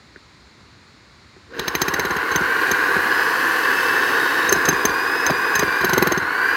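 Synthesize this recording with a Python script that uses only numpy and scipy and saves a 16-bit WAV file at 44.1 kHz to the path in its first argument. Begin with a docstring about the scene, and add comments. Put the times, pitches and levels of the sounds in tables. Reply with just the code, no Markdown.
"""Outdoors in a quiet yard, an electric jackhammer digs loose soil. The idle tool knocks as it is shifted,
then the motor spins up: gears churn, the fan hisses and whines. In soft ground the mechanism mostly
idles; only when the chisel meets resistance does the striker catch it, with steel clanks and heavy
recoil thuds that drag the motor down."""
import sys
import numpy as np
from scipy import signal
from scipy.fft import rfft, irfft, next_fast_len
from scipy.io import wavfile
from scipy.ndimage import uniform_filter1d

SR = 44100
rng = np.random.default_rng(int(sys.argv[2]) if len(sys.argv) > 2 else 0)


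def store_pcm(level_fs):
    """Save levels as 16-bit WAV."""
    pcm = np.round(np.clip(level_fs, -1, 1) * 32767).astype(np.int16)
    wavfile.write(sys.argv[1], SR, np.atleast_2d(pcm).T)


N = 289296
T = np.arange(N) / SR
LEAD_S = .015  # burst length ahead of the contact peak
BURST_T = np.arange(SR // 7) / SR - LEAD_S
SWITCH_ON_S, FREE_SPEED_HZ, SPIN_UP_S = 1.47, 5315, .32  # motor speed is given as fan whine pitch

# Outdoor background spectrum: freq_hz, relative_db
YARD_SPECTRUM = [(25, -25), (60, 2), (90, 2), (150, -5), (300, -5.5), (680, -15.5), (1100, -10),
                 (2200, -12), (3100, -21), (4200, -11.5), (6000, -25.5), (7000, -23), (8500, -36),
                 (16000, -50)]
# Knocks of the idle tool: time_s, thump_relative_db, tick_relative_db
IDLE_KNOCKS = [(0.16, -34.5, -37.5), (1.365, -34, -56)]
# Resonances of tool body and handle: pitch_hz, width_hz, relative_db
BODY_MODES = [(121.6, 31, -11), (174, 65, -3.5), (279, 83, -4), (381, 47, -0.5), (810, 59, -13)]
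HANDLE_MODES = [(1480, 150, 0.32), (1869, 290, -1.3)]
# Running noise spectra: freq_hz, relative_db
GEAR_SPECTRUM = [(1150, -32), (1300, -13.5), (1440, 1.5), (1600, 1.5), (1750, -2), (1950, -7), (2200, -15),
                 (2600, -18), (3000, -24.5), (4000, -56)]
GEARBOX_SPECTRUM = [(550, -21), (680, -13.5), (790, -9), (900, -7.5), (1060, 1), (1160, -1), (1300, -10)]
CASING_SPECTRUM = [(35, -54), (60, -29), (130, -20), (220, -18), (290, -7), (370, -5), (500, -3.5),
                   (600, -20.5), (800, -23)]
VENT_SPECTRUM = [(2000, 0), (2900, 7), (3400, 1), (3800, 2.5), (4400, 2), (4950, 2), (5500, -9.5),
                 (6300, -4), (8000, -29)]
BLADE_SPECTRUM = [(2000, -18), (3500, -8), (5000, -4.5), (6000, 1.5), (7200, -0.5), (8600, 0), (9400, -6),
                  (10500, 2.5), (11800, 0.5), (13700, 3.5), (14600, -2.5), (16000, -2.5)]
# Swells as the tool is leaned and shifted: time_s, gear_gain_db, casing_gain_db, air_gain_db
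LEAN_SWELLS = [(1.6, 3, 3, 9.5), (1.72, -2, -5, 2), (1.95, -2, -2, -1.5), (2.2, -1, -2.5, -1),
               (2.65, 1.5, 0, .5), (3.25, 0.5, -1, .5), (3.9, 0.8, 1.2, 1.5), (4.55, 0, 0.5, -0.5),
               (4.95, -3, -0.5, -1.5), (5.2, -1, 0, -2), (6.05, 0, -3, -1), (6.28, -1.5, -3, -4.5),
               (6.48, 1.5, -2.5, -2.5)]
# Fan tone levels: time_s, whine_db, octave_below_db
FAN_TONES = [(1.5, -62, -68), (2.2, -55, -36), (3.0, -65, -40), (3.13, -35, -39.5), (3.5, -47, -37.5),
             (3.9, -38.5, -28), (4.2, -43.5, -38.5), (5.2, -34, -33), (5.8, -38.5, -32.5), (5.92, -51, -40),
             (6.5, -37, -33)]
# Strokes that catch the chisel: time_s, ring_relative_db, crack_relative_db, boom_relative_db, lost_hz
CAUGHT_STROKES = [(1.594, -26.5, -36, -21.5, 28), (1.680, -15, -30, -20, 19.5),
                  (1.751, -13, -26, -15.5, 21.5), (1.817, -9, -24.5, -13, 31), (1.882, -20, -30, -14, 31),
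                  (1.939, -18, -32, -17, 139), (1.995, -17, -30, -14.5, 138.5),
                  (2.051, -27, -35.5, -15.5, 149.5), (2.107, -24, -40, -19, 151),
                  (2.166, -24, -38, -18.5, 450.5), (2.316, -21, -40, -25, -0.5),
                  (2.359, -10.5, -28, -15, 189.5), (2.41, -30, -52, -16, 201),
                  (2.714, -13, -27.5, -14, 280), (2.968, -45, -55, -15.5, 150.5), (4.492, -8, -35, -19, 80),
                  (4.525, -5.5, -19.5, -7, 130), (4.560, -26, -45, -15.5, 70.5), (4.654, -15, -35, -29, -1),
                  (4.687, -5.5, -21.5, -8, 172), (4.730, -24, -47.5, -15, 130), (4.852, -6, -22.5, -9, 170),
                  (4.892, -26, -51, -21, 130.5), (5.264, -10.5, -26.5, -28.5, 89.5),
                  (5.304, -25, -35, -8, 309), (5.554, -12.5, -26.5, -20, 40), (5.593, -10, -27, -15, 139.5),
                  (5.631, -28, -37, -9, 210.5), (5.679, -38, -56, -21, 181),
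                  (5.812, -29, -38.5, -18, 140.5), (5.845, -21, -24, -9, 199.5),
                  (5.894, -23, -29.5, -16, 171), (5.933, -11, -25, -9.5, 211),
                  (5.979, -15.5, -23.5, -6, 230.5), (6.024, -21, -21, -5, 249.5),
                  (6.071, -22, -24.5, -10, 240), (6.121, -15, -30, -10.5, 229.5),
                  (6.176, -20.5, -39, -12, 248.5), (6.225, -44, -52, -20.5, 110)]
# Resonances of ground, gearbox and steel parts: pitch_hz, width_hz, relative_db
GROUND_MODES = [(64, 20, 0), (97, 30, 0)]
GEARBOX_MODES = [(987, 180, -4.5), (1810, 120, -1), (1886, 67, -4)]
CHISEL_MODES = [(6307, 45, 1.5), (6394, 210, 2), (7280, 49, -22), (8840, 38, -14)]
HOLDER_MODES = [(2260, 320, 1.5), (3200, 240, -2.5), (3973, 58, 1), (4540, 130, -3), (5330, 86, -5)]
HIGH_STEEL_MODES = [(10060, 260, -9), (11950, 220, -1), (13130, 210, 1), (13300, 180, 7.5),
                    (15600, 500, -2.5)]
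# Holder clank, free at first, damped once the bit sinks in: time_s, gain_db
HOLDER_GAIN = [(1.6, 6), (2.0, 2), (2.4, -0.5), (6.1, 0)]


def from_db(db):
    """Decibels to gain."""
    return 10 ** (np.asarray(db) / 20)


def unit_rms(x):
    """Scale to rms 1."""
    return x / np.sqrt(np.mean(x ** 2) + 1e-20)


def unit_burst(x):
    """Scale to the energy of 10 ms at rms 1."""
    return x / np.sqrt(np.sum(x ** 2) / (SR / 100) + 1e-20)


def curves(rows):
    """Table columns interpolated to every sample."""
    time_s, *columns = np.transpose(rows)
    return [np.interp(T, time_s, column) for column in columns]


def noise():
    """Fresh white noise."""
    return rng.standard_normal(N)


def drift(rate_hz):
    """Random wander below rate_hz, rms 1."""
    step, settle = 40, 2000
    pole = np.exp(-2 * np.pi * rate_hz * step / SR)
    white = rng.standard_normal(N // step + settle + 2)
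    slow = signal.lfilter([1], [1, -2 * pole, pole * pole], white)[settle:]
    return np.interp(np.arange(N) / step, np.arange(len(slow)), unit_rms(slow))


def rough_tone(phase, rate_hz):
    """Tone with wandering level and phase."""
    return drift(rate_hz) * np.cos(phase) + drift(rate_hz) * np.sin(phase)


def colour(x, spectrum):
    """Shape by a spectrum; rms 1."""
    hz, db = np.transpose(spectrum)
    size = next_fast_len(len(x))
    bins_hz = np.maximum(np.arange(size // 2 + 1) * SR / size, 1)
    gain = from_db(np.interp(np.log(bins_hz), np.log(hz), db))
    return unit_rms(irfft(rfft(x, size) * gain, size)[:len(x)])


def butter(x, hz, kind, order=2):
    """Butterworth high- or low-pass."""
    return signal.sosfilt(signal.butter(order, hz, kind, fs=SR, output="sos"), x)


def contact(rise_s, fall_s, tail_db, tail_s):
    """Chattering force: builds, lets go, leaves weak scatter from ground and yard."""
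    before_s, after_s = np.maximum(-BURST_T, 0), np.maximum(BURST_T, 0)
    release = np.exp(-(after_s / fall_s) ** 2) + from_db(tail_db) * np.exp(-after_s / tail_s)
    return np.exp(-before_s / rise_s) * release * rng.standard_normal(len(BURST_T))


def resonate(force, modes, detune=0.0, vary_db=0.0):
    """A force rings parallel modes; pitch and share vary with how the bit sits."""
    out = 0
    for k, (hz, width_hz, db) in enumerate(modes):
        shift, share = rng.standard_normal(2)
        radius = np.exp(-np.pi * width_hz / SR)
        angle = 2 * np.pi * hz * (1 + detune * shift) / SR
        ring = signal.lfilter([1, 0, -1], [1, -2 * radius * np.cos(angle), radius ** 2], force)
        out = out + (-1) ** k * from_db(db + vary_db * share) * unit_burst(ring)
    return unit_burst(out)


def add(out, time_s, burst):
    """Mix in a burst, contact peak at time_s."""
    start = max(round((time_s - LEAD_S) * SR), 0)
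    out[start:start + len(burst)] += burst[:N - start]


def yard(level_db=-48.5, tone_hz=9017, tone_db=-79):
    """Steady outdoor rumble and hiss; a faint high tone flickers."""
    tone = from_db(tone_db) * rough_tone(2 * np.pi * tone_hz * T, rate_hz=100)
    return tone + from_db(level_db) * butter(colour(noise(), YARD_SPECTRUM), 51, "high", order=4)


def handling_knocks():
    """Loose parts knock as the tool is moved."""
    out = np.zeros(N)
    for time_s, thump_db, tick_db in IDLE_KNOCKS:
        force = contact(rise_s=.00038, fall_s=.001, tail_db=-23, tail_s=.015)
        thump = from_db(thump_db - 8) * resonate(force, BODY_MODES)
        tick = from_db(tick_db - 1) * resonate(force, HANDLE_MODES)
        add(out, time_s, thump + tick)
    return butter(out, 3000, "low")


def motor_speed_hz():
    """Spin-up; caught strokes take away speed, which creeps back."""
    free_hz = FREE_SPEED_HZ * (1 - np.exp(-np.maximum(T - SWITCH_ON_S, 0) / SPIN_UP_S))
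    drag_hz = np.zeros(N)
    for time_s, *_, lost_hz in CAUGHT_STROKES:
        drag_hz[round(time_s * SR)] = lost_hz
    sag_hz = signal.lfilter([1], [1, -np.exp(-1 / (SPIN_UP_S * SR))], drag_hz)
    return np.maximum(free_hz - uniform_filter1d(sag_hz, size=SR // 100), 1)


def speed_gain(speed_hz, free_db, exponent):
    """Power-law gain, free_db at free speed."""
    return from_db(free_db) * (speed_hz / FREE_SPEED_HZ) ** exponent


def gear_churn(speed_hz, blade_phase, load, mesh_db=-19):
    """Teeth rattle; their meshing growl climbs through the housing resonance with speed."""
    mesh = rough_tone(blade_phase / 3, rate_hz=90)
    teeth = load * (noise() + from_db(mesh_db) * mesh)
    churn = butter(colour(teeth, GEAR_SPECTRUM), 1060, "high", order=4)
    return speed_gain(speed_hz, free_db=-19, exponent=1.45) * churn


def gearbox_hum(speed_hz, load):
    """Midrange rattle in the gearbox."""
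    rattle = butter(load * noise(), 550, "high")
    hum = butter(colour(rattle, GEARBOX_SPECTRUM), 1350, "low", order=4)
    return speed_gain(speed_hz, free_db=-23.5, exponent=1.54) * unit_rms(hum)


def casing_drone(speed_hz, load):
    """The casing drones under the rattling load."""
    drone = butter(colour(load * noise(), CASING_SPECTRUM), 1020, "low", order=4)
    return speed_gain(speed_hz, free_db=-28.5, exponent=.68) * unit_rms(drone)


def cooling_air(speed_hz, load, flutter_db=.5, echo_s=.000697, echo_db=-11):
    """Air rushes from vents and hisses off blades; a close reflection shifts as the tool moves."""
    vents = unit_rms(butter(colour(load * noise(), VENT_SPECTRUM), 2260, "high", order=4))
    vents *= speed_gain(speed_hz, free_db=-33, exponent=1.77)
    blades = from_db(flutter_db * drift(60)) * butter(colour(noise(), BLADE_SPECTRUM), 3300, "high")
    blades *= speed_gain(speed_hz, free_db=-37, exponent=2.84)
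    air = vents + blades
    delay_s = echo_s * (1 + .11 * drift(.61))
    return air + from_db(echo_db) * np.interp(T - delay_s, T, air)


def fan_whine(blade_phase, wander_db=1.0, flutter_db=2.5):
    """Blade-pass tone and the octave below, fluttering together."""
    whine_db, octave_below_db = curves(FAN_TONES)
    flutter = from_db(wander_db * drift(12) + flutter_db * drift(62))
    whine = from_db(whine_db) * np.sin(blade_phase)
    octave_below = from_db(octave_below_db) * np.sin(blade_phase / 2)
    return flutter * (whine + octave_below)


def gear_buzz(speed_hz, blade_phase, free_db=-36.5, fade_db_per_hz=.3):
    """Rough gear tone, heard only near free speed."""
    level_db = free_db - fade_db_per_hz * (FREE_SPEED_HZ - speed_hz)
    return from_db(level_db) * rough_tone(.712 * blade_phase, rate_hz=90)


def motor(rattle_db=1.0, piston_db=.26, rotor_db=2.5, waver=.001967, onset_s=.091):
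    """One shaft drives gears and fan; the load surges with each rotor turn and piston stroke."""
    speed_hz = motor_speed_hz()
    gear_db, casing_db, air_db = curves(LEAN_SWELLS)
    blade_phase = 2 * np.pi * np.cumsum(speed_hz * (1 + waver * drift(25))) / SR
    rotor_phase = blade_phase / 12  # 12 blades
    crank_phase = rotor_phase / 18  # 18:1 reduction
    surge_db = piston_db * np.cos(crank_phase) + rotor_db * np.cos(rotor_phase)
    load = from_db(rattle_db * drift(127) + surge_db)
    out = from_db(gear_db) * gear_churn(speed_hz, blade_phase, load)
    out += gearbox_hum(speed_hz, load)
    out += from_db(casing_db) * casing_drone(speed_hz, load)
    out += gear_buzz(speed_hz, blade_phase)
    out += from_db(air_db) * cooling_air(speed_hz, load)
    out += fan_whine(blade_phase)
    return np.clip((T - SWITCH_ON_S) / onset_s, 0, 1) * out


def recoil_thuds(ahead_s=.00392):
    """A slow shove, just ahead of each steel ring, booms in tool body and ground."""
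    out = np.zeros(N)
    for time_s, _, _, boom_db, _ in CAUGHT_STROKES:
        force = contact(rise_s=.003, fall_s=.0059, tail_db=-19, tail_s=.022)
        boom = from_db(boom_db - 6) * resonate(force, BODY_MODES, detune=.044, vary_db=1)
        ground = from_db(-33 + .13 * boom_db) * resonate(force, GROUND_MODES, detune=.094)
        add(out, time_s - ahead_s, boom + ground)
    return butter(butter(out, 2400, "low"), 44, "high", order=4)


def chisel_blows(ring_hz=6280, ring_width_hz=130, overtone_hz=12600, overtone_width_hz=90):
    """The striker slams and chatters on the chisel: gearbox barks, shank rings, holder clanks."""
    out = np.zeros(N)
    for time_s, ring_db, crack_db, _, _ in CAUGHT_STROKES:
        clank_db = -13 + .49 * crack_db
        holder_db = clank_db + np.interp(time_s, *np.transpose(HOLDER_GAIN))
        seating = 1 + .005 * rng.standard_normal()  # detunes the shank's lengthwise modes
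        slam = contact(rise_s=.0005, fall_s=.003, tail_db=-20, tail_s=.012)
        chatter = contact(rise_s=.0004, fall_s=.0058, tail_db=-19, tail_s=.018)
        # light scrape before full contact
        chatter += from_db(-14) * contact(rise_s=.004, fall_s=.002, tail_db=-30, tail_s=.01)
        bark = resonate(slam, GEARBOX_MODES, detune=.053, vary_db=2)
        shank = resonate(chatter, [(ring_hz * seating, ring_width_hz, 0)])
        shank += from_db(-6.5) * resonate(chatter, CHISEL_MODES, detune=.0034, vary_db=3.5)
        overtone = resonate(chatter, [(overtone_hz * seating, overtone_width_hz, 0)])
        clank = resonate(chatter, HOLDER_MODES, detune=.0072, vary_db=2)
        clank += from_db(-10.5) * unit_burst(butter(butter(slam, 4700, "low"), 900, "high"))
        crack = resonate(chatter, HIGH_STEEL_MODES, detune=.003, vary_db=2.5)
        crack += from_db(-1) * overtone + from_db(-7) * unit_burst(chatter)
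        housing = from_db(clank_db + 6) * bark + from_db(holder_db) * clank
        steel = from_db(ring_db - 11) * shank + from_db(crack_db - 4) * crack
        add(out, time_s, housing + steel)
    return out


def scene():
    """Jackhammer over the quiet yard, mono."""
    return (motor() + chisel_blows() + recoil_thuds() + handling_knocks() + yard())[None]


def record(dry):
    """Soft-clipped peaks, steep low-pass."""
    cutoff_hz = 15800
    rounded = 1.262 * np.tanh(dry / 1.334)
    return signal.sosfilt(signal.ellip(10, .1, 90, cutoff_hz, fs=SR, output="sos"), rounded)


dry = scene()
out = record(dry)
store_pcm(out)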